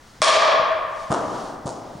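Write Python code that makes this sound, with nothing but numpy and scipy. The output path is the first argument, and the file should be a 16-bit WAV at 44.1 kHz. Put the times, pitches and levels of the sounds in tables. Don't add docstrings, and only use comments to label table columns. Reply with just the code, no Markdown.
import sys
import numpy as np
from scipy import signal
from scipy.fft import rfft, irfft
from scipy.io import wavfile
from scipy.ndimage import uniform_filter1d

SR = 44100
rng = np.random.default_rng(int(sys.argv[2]) if len(sys.argv) > 2 else 0)


def unload_audio(sound):
    columns = np.transpose(np.atleast_2d(sound))
    steps = np.round(np.clip(columns, -1, 1) * 32767)
    wavfile.write(sys.argv[1], SR, steps.astype(np.int16))


N = 88200

# frequency in Hz, relative level in dB, t60 in s.
BARREL_MODES = [(645, 14, 0.057), (1100.5, 8, 0.064), (1172.6, 11, 0.046), (1732, 4, 0.012),
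                (2375, 1.5, 0.014), (3287, 5.5, 0.01), (4580, -18, 0.0034), (5510, -1.5, 0.028),
                (6660, -14, 0.018), (8800, -5.5, 0.014)]
# frequency in Hz, relative level in dB.
CRACK_SPECTRUM = [(100, -36.5), (220, -15.5), (380, -8), (510, -9.5), (820, 2.5), (1450, -0.5),
                  (2800, -2.5), (4300, 0.5), (6500, -4), (9500, -7.5), (11500, -26), (16000, -31)]
# delay in s, level in dB.
BAT_ECHOES = [(.009, -4.5), (.017, -14), (.0235, -11), (.028, -11)]
BARREL_LOW_CUT_HZ, CRACK_DB, CRACK_SPREAD_S = 540, 15, 0.00039
BAT_DIRECT_DB, BAT_HALL_DB = 4.5, 13.5


def bat():
    ring = cut(modes(BARREL_MODES), BARREL_LOW_CUT_HZ, "high", order=4)
    crack = amp(CRACK_DB) * click(CRACK_SPECTRUM)
    ring_paths = amp(BAT_DIRECT_DB) * reflections(0, BAT_ECHOES) + amp(BAT_HALL_DB) * hall()
    crack_near = reflections(0, BAT_ECHOES, CRACK_SPREAD_S)
    crack_paths = amp(BAT_DIRECT_DB) * crack_near + amp(BAT_HALL_DB) * hall()
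    return through(ring, ring_paths) + through(crack, crack_paths)


def modes(table, size=4096):
    t = np.arange(size) / SR
    body = np.zeros(size)
    for hz, db, t60_s in table:
        decay = np.exp(-np.log(1000) * t / t60_s)
        body += amp(db) * unit(np.sin(2 * np.pi * hz * t) * decay)
    return body


# frequency in Hz, relative level in dB.
KNOCK_SPECTRUM = [(60, -24), (150, -10.5), (310, 2.5), (430, -1.5), (680, 2.5), (900, -0.5), (1200, -1),
                  (1600, -11.5), (2400, -26.5), (3300, -22.5), (6000, -50), (16000, -83)]
# frequency in Hz, relative level in dB.
TICK_SPECTRUM = [(500, -27), (2400, -5), (4500, 4.5), (6800, 8), (9800, 2), (12000, -10), (16000, -37)]
# delay in s, level in dB.
BOUNCE_ECHOES = [(.0074, -12), (0.0159, -3), (.0232, 1), (0.0379, -1.5), (.0455, -7), (0.051, -8)]
KNOCK_DULL_ABOVE_HZ, KNOCK_DIRECT_DB, KNOCK_HALL_DB = 880, -16, 10.5
TICK_DIRECT_DB, TICK_SCATTER_DB, TICK_HALL_DB, TICK_SPREAD_S = -29, -10, 9, 0.0011


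def bounce(thump_db, knock_db, dull_db_per_octave, tick_db):
    colour = []
    for hz, db in KNOCK_SPECTRUM:
        octaves_above = max(np.log2(hz / KNOCK_DULL_ABOVE_HZ), 0)
        colour.append((hz, db - dull_db_per_octave * octaves_above))
    knock = amp(knock_db) * click(colour)
    tick = amp(tick_db) * click(TICK_SPECTRUM)

    near = scatter()
    knock_paths = reflections(KNOCK_DIRECT_DB, BOUNCE_ECHOES) + near
    knock_paths = knock_paths + amp(KNOCK_HALL_DB) * hall()
    tick_paths = reflections(TICK_DIRECT_DB, BOUNCE_ECHOES, TICK_SPREAD_S)
    tick_paths = tick_paths + amp(TICK_SCATTER_DB) * near + amp(TICK_HALL_DB) * hall()
    return thump(thump_db) + through(knock, knock_paths) + through(tick, tick_paths)


THUMP_HZ, THUMP_DECAY_S, THUMP_LOW_CUT_HZ = 157.3, 0.0017, 90.5
THUMP_ECHO_DB, THUMP_HALL_DB = -13.5, -6


def thump(db):
    t = np.arange(N // 10) / SR
    swell = t * np.exp(-t / THUMP_DECAY_S)
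    push = unit(cut(swell * np.sin(2 * np.pi * THUMP_HZ * t), THUMP_LOW_CUT_HZ, "high"))
    near = reflections(0, [(s, level + THUMP_ECHO_DB) for s, level in BOUNCE_ECHOES])
    return amp(db) * through(push, near + amp(THUMP_HALL_DB) * hall())


SCATTER_PER_S, SCATTER_RISE_S, SCATTER_T60_S, SCATTER_DB = 500, 0.018, 0.43, 6


def scatter():
    t = np.arange(N) / SR
    taps = rng.random(N) < SCATTER_PER_S / SR
    rise = np.minimum(t / SCATTER_RISE_S, 1)
    decay = np.exp(-np.log(1000) * t / SCATTER_T60_S)
    return amp(SCATTER_DB) * unit(taps * rise * decay) * diffuse()


def reflections(direct_db, echoes, spread_s=0):
    taps, t = np.zeros((2, N)), np.arange(N // 100) / SR
    for s, db in [(0.00076, direct_db)] + list(echoes):
        shape = np.ones(1)
        if spread_s:
            shape = unit(rng.standard_normal(len(t)) * np.exp(-t / spread_s))
        add(taps, s, amp(db) * shape)
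    return taps


# frequency in Hz, t60 in s.
HALL_DECAY = [(100, 2.27), (300, 1.69), (640, 1.84), (1150, 1.83), (2000, 1.6), (3500, 1.06), (5500, 0.79),
              (8500, 0.44), (15000, 0.62)]
# delay in s, rise in s, level in dB.
HALL_WAVES = [(.003, 0.0052, -6.5), (0.055, 0.0083, -6), (.2, 0.0075, -6)]
SURGE_DB, SURGE_DECAY_S = -3.5, 0.081


def hall():
    hz, frame_s, bins = signal.stft(diffuse(), SR, nperseg=256)
    decay = amp(-60 * frame_s / read(HALL_DECAY, hz)[:, None])
    tail = signal.istft(bins * decay, SR, nperseg=256)[1][:, :N]
    t, power = np.arange(N) / SR, np.zeros(N)
    for s, rise_s, db in HALL_WAVES:
        age = np.maximum(t - s, 0)
        surge = 1 + amp(SURGE_DB) ** 2 * np.exp(-age / SURGE_DECAY_S)
        power += amp(db) ** 2 * np.minimum(age / rise_s, 1) * surge
    fade = amp(-60 * t / read(HALL_DECAY, 1000))
    return tail * np.sqrt(power / np.sum(power * fade ** 2))


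# time in s, level in dB.
RUSTLE_LEVEL = [(0, -57), (.08, -53.5), (.17, -54), (0.871, -58), (1.02, -47), (1.079, -49.5),
                (1.249, -47.5), (1.4, -43.5), (1.48, -46.5), (1.6, -56), (1.8, -55.5), (2, -52.5)]
# frequency in Hz, relative level in dB.
RUSTLE_SPECTRUM = [(300, 2), (1200, -22.5), (3000, -2), (5800, -2), (8000, -9), (10000, -11), (12000, -9),
                   (16000, -17)]


def rustle():
    level_db = np.interp(np.arange(N) / SR, *np.transpose(RUSTLE_LEVEL))
    return diffuse(RUSTLE_SPECTRUM) * amp(level_db)


# frequency in Hz, relative level in dB.
ROOM_SPECTRUM = [(25, 3.5), (50, 1), (120, 1.5), (250, -6), (600, -7), (1100, -6.5), (2000, -10.5),
                 (5000, -48.5), (10000, -34.5), (12000, -13), (15500, -18)]
ROOM_DB = -48


def room_tone():
    return amp(ROOM_DB) * diffuse(ROOM_SPECTRUM)


# frequency in Hz, side minus mid in dB.
STEREO_WIDTH = [(60, -26), (250, -12), (640, -8.5), (1200, -7), (2400, -8.5), (4400, -14.5), (9000, -12)]


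def diffuse(colour=((1, 0), (SR, 0))):
    hz = np.fft.rfftfreq(N, 1 / SR)
    mid, side = rfft(rng.standard_normal((2, N))) * amp(read(colour, hz))
    side = side * amp(read(STEREO_WIDTH, hz))
    both = irfft(np.array([mid + side, mid - side]), N)
    return both / both.std()


def click(colour, size=4096):
    log_gain = np.log(amp(read(colour, abs(np.fft.fftfreq(size, 1 / SR)))))
    spectrum = np.exp(np.conj(signal.hilbert(log_gain)))
    return unit(np.fft.ifft(spectrum).real)


def through(sound, response):
    return signal.fftconvolve(sound[None], response, axes=1)[:, :N]


def cut(x, hz, kind, order=2):
    sos = signal.butter(order, min(hz, .45 * SR), kind, fs=SR, output="sos")
    return signal.sosfilt(sos, x)


def amp(db):
    return 10 ** (np.asarray(db) / 20)


def unit(x):
    return x / np.sqrt(np.sum(x ** 2) + 1e-20)


def read(points, hz):
    f, value = np.transpose(points)
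    return np.interp(np.log(hz + 1), np.log(f + 1), value)


def add(mix, s, sound):
    part = mix[..., max(round(s * SR), 0):][..., :sound.shape[-1]]
    part += sound[..., :part.shape[-1]]


HIT_S = .2174
# start in s, thump in dB, knock in dB, knock dullness in dB per octave, tick in dB.
BOUNCES = [(1.1021, 4.5, 4.5, 0.5, -10.5), (1.6539, 0, -6, 10, -13.5)]
# start in s, level in dB.
THUDS = [(0.203, -14), (.594, -11), (1.274, -8), (1.37, -30), (1.951, -9)]
# frequency in Hz, left minus right in dB.
STEREO_BALANCE = [(60, 0.95), (200, 1.1), (1100, 1.8), (2400, .2), (4400, -0.44), (12000, -.3)]


def scene():
    mix = room_tone() + rustle()
    add(mix, HIT_S, bat())
    for s, *blow in BOUNCES:
        add(mix, s, bounce(*blow))
    for s, db in THUDS:
        add(mix, s, thump(db))
    half_db = read(STEREO_BALANCE, np.fft.rfftfreq(2 * N, 1 / SR)) / 2
    return irfft(rfft(mix, 2 * N) * amp([half_db, -half_db]))[:, :N]


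# frequency in Hz, gain in dB.
MIC_RESPONSE = [(9500, 0), (10700, -6), (11800, -19.5), (14000, -18), (15500, -11)]
LIMIT_DB, RATIO, SENSE_S, SENSED_FALL_DB_PER_S = -13.5, 18, 0.0026, 93
CEILING, BAND_EDGE_HZ = 0.42, 15900


def record(dry):
    keep = np.exp(-1 / (SENSE_S * SR))
    power = signal.lfilter([1 - keep], [1, -keep], (dry ** 2).mean(0))
    power_db = 10 * np.log10(power + 1e-12)
    fall_db = np.arange(N) / SR * SENSED_FALL_DB_PER_S
    sensed_db = np.maximum.accumulate(power_db + fall_db) - fall_db
    over_db = np.maximum(sensed_db - LIMIT_DB, 0)
    held = dry * amp(-over_db * (1 - 1 / RATIO))
    held = held / (1 + (held / CEILING) ** 8) ** (1 / 8)
    mic_gain = amp(read(MIC_RESPONSE, np.fft.rfftfreq(2 * N, 1 / SR)))
    dulled = irfft(rfft(held, 2 * N) * mic_gain)[:, :N]
    band_limit = signal.firwin(511, BAND_EDGE_HZ, window=("kaiser", 9), fs=SR)
    return signal.oaconvolve(dulled, band_limit[None], "same")


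dry = scene()
out = record(dry)
unload_audio(out)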